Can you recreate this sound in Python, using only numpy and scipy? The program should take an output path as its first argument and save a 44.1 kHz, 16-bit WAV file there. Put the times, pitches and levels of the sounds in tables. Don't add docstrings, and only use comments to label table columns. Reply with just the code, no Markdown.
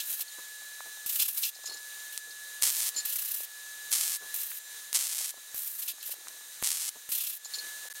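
import sys
import numpy as np
from scipy import signal
from scipy.fft import rfft, irfft
from scipy.io import wavfile
from scipy.ndimage import uniform_filter1d

SR = 44100
rng = np.random.default_rng(int(sys.argv[2]) if len(sys.argv) > 2 else 0)


def pcm_store(signal):
    levels = np.round(np.clip(np.atleast_2d(signal), -1, 1) * 32767)
    wavfile.write(sys.argv[1], SR, levels.astype(np.int16).T)


def gain_from_db(level_db):
    decades = np.asarray(level_db, float) / 20
    return 10 ** decades


N = 352800

# (time [s], level [dB])
MACHINE_LEVEL = [(0, -44.5), (2.6, -45), (2.9, -39.5), (3.05, -40), (3.5, -46.5), (4.4, -41.5),
                 (4.95, -47.5), (5.5, -46.5), (5.95, -47.5), (6.55, -44.5), (7.05, -47), (7.4, -50),
                 (7.55, -42), (8, -45)]
# (time [s], level [dB])
WHINE_LEVEL = [(0, -50.5), (2.6, -48.5), (4.3, -48), (4.65, -52.5), (5.52, -59.5), (6.0, -57.5), (7.1, -62),
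               (7.45, -56.5), (7.65, -48), (8, -49.5)]
# (frequency [Hz], relative level [dB])
WHIR_COLOUR = [(20, -24), (45, -42), (80, -48), (140, -44), (220, -33), (480, -25.5), (1290, -21.5),
               (2140, -21.5), (3890, -14.5), (4760, -17), (6420, -15.5), (11700, -16), (15800, -18.5)]
# (frequency [Hz], width [Hz], lift [dB])
CASING = [(1774, 450, 8.5), (3820, 560, 2.5), (3960, 39, 9.5), (6580, 310, 7), (9180, 920, 5),
          (12200, 410, 5)]
# (frequency [Hz], level over the whir [dB])
TONES = [(480, -36.5), (3700, -22), (3985, -20.5), (6019, -17.5), (6340, -23), (6655, -30), (6853, -26),
         (7275, -14.5), (7706, -26), (8238, -15), (9304, -30), (11789, -23)]
# (arc takes hold [s], stops [s], settled spark level [dB], extra at the start [dB],
# settled shielding gas level [dB])
STITCHES = [(2.634, 2.896, -18, 8, -35.5), (3.926, 4.167, -16.5, 5.5, -37), (4.95, 5.308, -19, 10, -41),
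            (6.637, 6.893, -18.5, 6, -41.5)]
# (time [s], level [dB])
PLACED_SPARKS = [(2.1769, -7.5), (2.6239, 0.5), (2.633, 0), (2.6352, -7), (2.638, -2), (2.6416, -4),
                 (2.6452, -9), (2.659, -14), (2.6746, -6), (2.7027, -5), (2.8024, -9.5), (2.8158, -12),
                 (2.8712, -14), (2.8805, -11), (3.917, -9), (3.9182, -8.5), (3.9283, -2), (3.938, -5),
                 (3.9474, -16), (3.9583, -6), (3.9606, -8), (4.011, -3.5), (4.079, -7.5), (4.9298, -6.5),
                 (4.9427, -11), (4.947, -2.5), (4.9488, -16), (4.9538, -3.5), (4.9602, -12), (4.962, -2),
                 (4.9653, -10), (5.0102, -8), (5.07, -9.5), (6.284, -15.5), (6.6262, -14), (6.6407, -19),
                 (6.6533, -8), (6.6614, -7.5), (6.6735, -3.5), (6.7053, -5), (6.717, -5)]
# (frequency [Hz], relative level [dB])
SPARK_COLOUR = [(120, -37), (200, -35), (610, -22.5), (1600, -14.5), (3050, -8.5), (8330, -2), (11800, -4),
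                (12800, -8), (13800, -8), (15800, -14.5)]
# (opens [s], shuts [s])
VALVE = [(0, .228), (1.0615, 1.497), (2.125, 2.19), (3.0515, 3.452), (4.3415, 4.588), (5.5445, 5.921),
         (6.028, 6.142), (7.0905, 7.376)]
# (hiss at first [dB], hiss at last [dB], roar minus hiss [dB])
BLASTS = [(-39, -39, -13), (-32.5, -46.5, -14), (-41, -54, -3.5), (-34.5, -40.5, -12), (-33.5, -40, -15.5),
          (-34, -43, -29), (-39, -54, -6), (-34, -42.5, -14.5)]
# (time [s], hiss [dB], roar minus hiss [dB], length [ms])
EDGE_SWEEPS = [(0.004, -37, 1, 6.1), (0.104, -31, -17, 5), (0.09, -34, -27, 20), (0.128, -31, -11, 3),
               (0.138, -32, -22, 4), (0.21, -30.5, -3.5, 4.1), (1.163, -33, -7, 5.7), (1.202, -26, -4, 10),
               (1.225, -24.5, -5.5, 4.2), (1.348, -31.5, -30, 5), (1.377, -28, -14.5, 8.5),
               (1.427, -31, -22, 21), (1.435, -34.5, 7, 4.7), (1.455, -34, 1.5, 9.7), (1.492, -34.5, -8, 3),
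               (4.343, -27, -28, 2.8), (4.364, -35, -16, 11), (4.421, -34.5, -17, 4),
               (5.677, -34, -27, 3.2), (5.698, -38, -27, 4.3), (5.79, -34.5, -28, 7.2),
               (5.825, -32.5, -8, 5.6), (5.886, -31.5, -3.5, 9.4), (5.915, -41, -9, 2),
               (6.115, -32, -10.5, 7.9), (7.152, -35, -14, 6), (7.21, -37, -3, 16)]
# (first pass [s], last pass [s], first hiss [dB], last hiss [dB], roar minus hiss [dB])
WAGS = [(1.096, 1.286, -28.5, -30, -12), (3.098, 3.437, -29.5, -34.5, -15), (6.06, 6.078, -39, -36.5, -19),
        (7.122, 7.33, -25.5, -35.5, -9.5)]
# (frequency [Hz], relative level [dB])
HISS_COLOUR = [(100, -51), (600, -30), (1460, -18.5), (2140, -17.5), (5000, -13), (8300, -6.5),
               (13400, 1.5), (15800, -4.5)]
# (frequency [Hz], relative level [dB])
ROAR_COLOUR = [(300, -65), (1700, -38), (2300, -13.5), (2800, -4), (4200, -5.5), (6000, -7), (8000, -7.5),
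               (12000, -14)]
# (frequency [Hz], width [Hz], lift [dB])
PANEL = [(2610, 170, 4), (3420, 60, 4.5), (4120, 170, 5.5), (4400, 130, -7), (5400, 94, 4.5)]
# (time [s], level [dB], strongest ring [Hz])
CLINKS = [(0.2773, -36.5, 4500), (0.3177, -40, 7270), (1.5489, -32.5, 5730), (1.6337, -33, 6850),
          (1.6566, -21, 6760), (1.6716, -29, 5050), (1.695, -27, 4300), (1.719, -29, 4430),
          (1.7374, -27.5, 6770), (1.7694, -31, 5500), (2.3066, -30.5, 3850), (2.9444, -31.5, 4200),
          (2.962, -20, 7100), (2.976, -19, 7100), (2.987, -25, 7020), (3.0004, -27, 4200),
          (6.0082, -32, 3930), (7.4465, -25, 6860), (7.502, -34, 7240), (7.536, -23.5, 4300),
          (7.5433, -32, 4290), (7.553, -27, 7300), (7.584, -25, 4130), (7.5994, -40, 4290)]
# (frequency [Hz], width [Hz], level [dB])
SHEET_MODES = [(4290, 150, -2.5), (5100, 200, -3), (5140, 3600, -4), (6460, 300, -17), (6680, 180, -10.5),
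               (7120, 60, -4.5), (11030, 480, -6)]
# (time [s], level [dB])
POPS = [(1.062, -28.5), (2.6238, -29), (3.052, -34), (3.918, -54), (4.342, -35), (4.9298, -31),
        (5.545, -28), (6.6261, -14.5), (7.091, -29.5)]
# (time [s], level [dB], length [ms])
RUSTLES = [(.39, -57, 8.8), (.62, -64, 14), (0.859, -53.5, 10.6), (1.288, -61, 8.3), (1.71, -56.5, 35),
           (2.28, -59.5, 18), (2.97, -58, 20), (4.229, -52, 16.5), (5.377, -59, 7.2), (6.25, -67.5, 96),
           (6.963, -57.5, 9), (7.62, -61.5, 65), (7.85, -61, 19)]
# (frequency [Hz], relative level [dB])
CLOTH_COLOUR = [(60, -32), (200, -8), (400, 1), (1100, -0.5), (1600, -3.5), (3000, -57)]
# (time [s], peak [dB], pitch [Hz])
KNOCKS = [(0.195, -43, 870), (0.806, -29, 1050), (.86, -47, 700), (0.973, -45, 900), (1.563, -50, 704),
          (1.59, -50, 604), (1.642, -40.5, 800), (3.405, -42.5, 600), (4.517, -30.5, 1920),
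          (5.21, -43, 704), (5.341, -43.5, 690), (5.378, -51, 795), (5.937, -57, 352), (5.983, -44, 1000),
          (6.094, -45.5, 600), (6.139, -45, 650), (6.185, -55, 400), (6.271, -34, 1300), (6.41, -47, 900),
          (7.458, -43, 890)]
# (from [s], to [s])
DROPOUTS = [(7.8865, 7.900), (7.928, 7.9505)]
# (time [s], level [dB])
DROPOUT_TICKS = [(7.8988, -42), (7.938, -28), (7.9398, -28), (7.943, -29), (7.9462, -23)]

TOP_HZ = 15800
POP_S = 0.0001
OPENS_S, SHUTS_S = 0.0005, 0.012
OPENING_DB, OPENING_S = 3.5, 0.0045
GUST_DB = 1
WAG_HZ, WAG_MS, WAG_SCATTER_DB = 33, 5.5, 1
RISE_SHARE = 0.5
SNAP_GAP_S, SNAP_TOP_HZ = 0.0016, 12600
SPUTTER_DB, FIZZ_DB = 1.2, -13
SETTLE_S, GAS_LEAD_S = 0.076, 0.014


def time():
    return np.arange(N) / SR


def unit(x):
    return x / np.sqrt(np.mean(x ** 2))


def colour(x, points, peaks=()):
    hz = np.arange(N // 2 + 1) * SR / N + 1
    point_hz, point_db = np.array(points).T
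    db = np.interp(np.log(hz), np.log(point_hz), point_db)
    for centre_hz, width_hz, lift_db in peaks:
        db = db + lift_db / (1 + (2 * (hz - centre_hz) / width_hz) ** 2)
    return irfft(rfft(x) * gain_from_db(db), N)


def ring(x, hz, width_hz):
    return signal.lfilter(*signal.iirpeak(hz, hz / width_hz, SR), x)


def walk(rate):
    k = int(SR / rate)
    held = np.repeat(rng.standard_normal(N // k + 1), k)
    return 1.345 * uniform_filter1d(uniform_filter1d(held, k), k)[:N]


def swell(s, rise_s, fall_s):
    first = max(int((s - 4 * rise_s) * SR), 0)
    last = min(int((s + 8 * fall_s) * SR), N)
    i = np.arange(first, last)
    late = i / SR - s
    widths = np.abs(late) / np.where(late < 0, rise_s, fall_s)
    trail = 1 + 0.37 * np.maximum(late / fall_s, 0)
    return i, np.exp(-0.5 * widths ** 2 / trail)


def impulses(rows):
    s, db = np.transpose(rows)
    out = np.zeros(N)
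    np.add.at(out, np.round(s * SR).astype(int), gain_from_db(db))
    return out


def fade(x, seconds):
    keep = np.exp(-1 / (seconds * SR))
    return signal.lfilter([1 - keep], [1, -keep], x)


def spell(start_s, stop_s, db, rise_s, fall_s):
    t = time()
    opening = (t - start_s) / rise_s
    closing = (stop_s - t) / fall_s
    return gain_from_db(db) * np.clip(np.minimum(opening, closing) + 1, 0, 1)


def settling(start_s, seconds):
    return np.exp(-np.maximum(time() - start_s, 0) / seconds)


def tone(hz, drift, waver_db):
    phase = 2 * np.pi * np.cumsum(hz * (1 + drift)) / SR
    return gain_from_db(waver_db) * np.sqrt(2) * np.sin(phase)


def machine():
    speed = 0.000497 * walk(20)
    tones = sum(gain_from_db(db) * tone(hz, speed, 1.3 * walk(17)) for hz, db in TONES)
    whir = unit(colour(rng.standard_normal(N), WHIR_COLOUR, CASING)) * gain_from_db(0.89 * walk(10))
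    return gain_from_db(np.interp(time(), *np.transpose(MACHINE_LEVEL))) * (tones + whir)


def whine():
    level = gain_from_db(np.interp(time(), *np.transpose(WHINE_LEVEL)))
    return level * tone(1712.0, 0.0014 * walk(20), 1.16 * walk(60))


def ducking(loud, rise_s, recover_s, knee_db, slope):
    power = fade(fade(loud ** 2, rise_s), recover_s)
    return (1 + power / gain_from_db(knee_db) ** 2) ** -slope


def knocks():
    out = 0
    for s, db, hz in KNOCKS:
        knock = ring(ring(impulses([(s, 0)]), hz, 0.9 * hz), hz, 0.9 * hz)
        out = out + gain_from_db(db) * knock / np.abs(knock).max()
    return out


def bumps():
    pops = fade(impulses(POPS), POP_S) * POP_S * SR
    scuff = np.zeros(N)
    for s, db, length_ms in RUSTLES:
        i, bell = swell(s, length_ms / 1500, length_ms / 1000)
        scuff[i] += gain_from_db(db) * bell
    cloth = unit(colour(rng.standard_normal(N), CLOTH_COLOUR)) * gain_from_db(3.5 * walk(150))
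    return pops + knocks() + scuff * cloth


def clinks():
    out = 0
    for hz, width_hz, mode_db in SHEET_MODES:
        push = np.zeros(N)
        for s, db, own_hz in CLINKS:
            i, bell = swell(s + 0.0014, 0.0014, 0.0087)
            mismatch_db = min(70.0 * abs(np.log(own_hz / hz)), 12.0)
            push[i] += gain_from_db(db - mismatch_db) * bell
        rattle = push * rng.standard_normal(N)
        out = out + gain_from_db(mode_db) * ring(rattle, hz, width_hz) * np.sqrt(SR / width_hz)
    return gain_from_db(-13.5) * out


def gas():
    flow = 0
    for start_s, stop_s, *_, db in STITCHES:
        level_db = db + 4 * settling(start_s, 0.11)
        flow = flow + spell(start_s - GAS_LEAD_S, stop_s, level_db, 0.0069, 0.015)
    return flow * unit(colour(rng.standard_normal(N), HISS_COLOUR))


def passes():
    rows = []
    for first_s, last_s, first_db, last_db, roar_db in WAGS:
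        along = np.linspace(0, 1, round((last_s - first_s) * WAG_HZ) + 1)
        scatter_db = WAG_SCATTER_DB * rng.standard_normal(len(along))
        s = first_s + (last_s - first_s) * along
        db = first_db + (last_db - first_db) * along + scatter_db
        rows += [(moment, level, roar_db, WAG_MS) for moment, level in zip(s, db)]
    return rows


def jet():
    hiss_power, roar_power = np.zeros(N), np.zeros(N)
    gusts_db = GUST_DB * walk(35)
    for (opens, shuts), (first_db, last_db, roar_db) in zip(VALVE, BLASTS):
        steady_db = np.interp(time(), [opens, shuts], [first_db, last_db])
        rush_db = OPENING_DB * settling(opens, OPENING_S)
        flow = spell(opens, shuts, steady_db + rush_db + gusts_db, OPENS_S, SHUTS_S) ** 2
        hiss_power += flow
        roar_power += gain_from_db(roar_db) ** 2 * flow
    for s, db, roar_db, length_ms in EDGE_SWEEPS + passes():
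        i, bell = swell(s, RISE_SHARE * length_ms / 1000, length_ms / 1000)
        hiss_power[i] += gain_from_db(db) ** 2 * bell
        roar_power[i] += gain_from_db(db + roar_db) ** 2 * bell
    valve = sum(spell(opens, shuts, 0, OPENS_S, SHUTS_S) for opens, shuts in VALVE)
    grit = 1 + (rng.random(N) < 300 / SR) * 1.5
    hiss = unit(colour(rng.standard_normal(N) * grit, HISS_COLOUR)) * gain_from_db(1.9 * walk(250))
    roar = unit(colour(rng.standard_normal(N) * grit, ROAR_COLOUR, PANEL)) * gain_from_db(1.7 * walk(150))
    return valve * (hiss * np.sqrt(hiss_power) + roar * np.sqrt(roar_power))


def stitches():
    level = 0
    for start_s, stop_s, db, surge_db, _ in STITCHES:
        level_db = db + surge_db * settling(start_s, SETTLE_S)
        level = level + spell(start_s, stop_s, level_db, 0.0017, 0.002)
    return level


def arc():
    chance = rng.standard_normal((6000, 2))
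    s = np.cumsum(SNAP_GAP_S * np.exp(0.42 * chance[:, 0]))
    s = s[s < N / SR - 0.01]
    placed_s = np.array(PLACED_SPARKS)[:, 0]
    free = np.abs(s[:, None] - placed_s).min(axis=1) > 0.0008
    snap_rows = np.c_[s, 2.8 * chance[:len(s), 1]][free]
    random_snaps = impulses(snap_rows) * stitches() * gain_from_db(SPUTTER_DB * walk(60))
    click_peak = colour(impulses([(0.000011, 0)]), SPARK_COLOUR)[0]
    snaps = colour(random_snaps + impulses(PLACED_SPARKS), SPARK_COLOUR) / click_peak
    overshoot = 0.07 * np.roll(snaps, 2)
    bench = gain_from_db(-21) * np.roll(snaps, int(0.00095 * SR))
    snaps = snaps - overshoot + bench
    snaps = signal.sosfilt(signal.butter(4, SNAP_TOP_HZ, fs=SR, output="sos"), snaps)
    fizz = np.sqrt(fade(snaps ** 2, 0.005)) * unit(colour(rng.standard_normal(N), SPARK_COLOUR))
    return snaps + gain_from_db(FIZZ_DB) * fizz


def scene():
    sparks, air = arc(), jet()
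    work = sparks + gas() + air + clinks()
    whir = machine() * ducking(work, 0.026, 0.047, -37, 0.4)
    main_tone = whine() * ducking(air + gain_from_db(-8) * sparks, 0.0016, 0.055, -44.5, 0.42)
    return (whir + main_tone + work + bumps())[None]


def band_limit(x):
    return signal.sosfilt(signal.butter(12, 17000, fs=SR, output="sos"), x)


def record(dry):
    t = time()
    mute = sum(np.clip(np.minimum(t - a, b - t) / 0.0004, 0, 1) for a, b in DROPOUTS)
    ticks = np.diff(impulses(DROPOUT_TICKS), prepend=0)
    heard = dry * (1 - mute * (1 - gain_from_db(-28))) + ticks
    cut = signal.ellip(10, 0.2, 70, TOP_HZ, fs=SR, output="sos")
    return band_limit(signal.sosfilt(cut, heard))


dry = scene()
out = record(dry)
pcm_store(out)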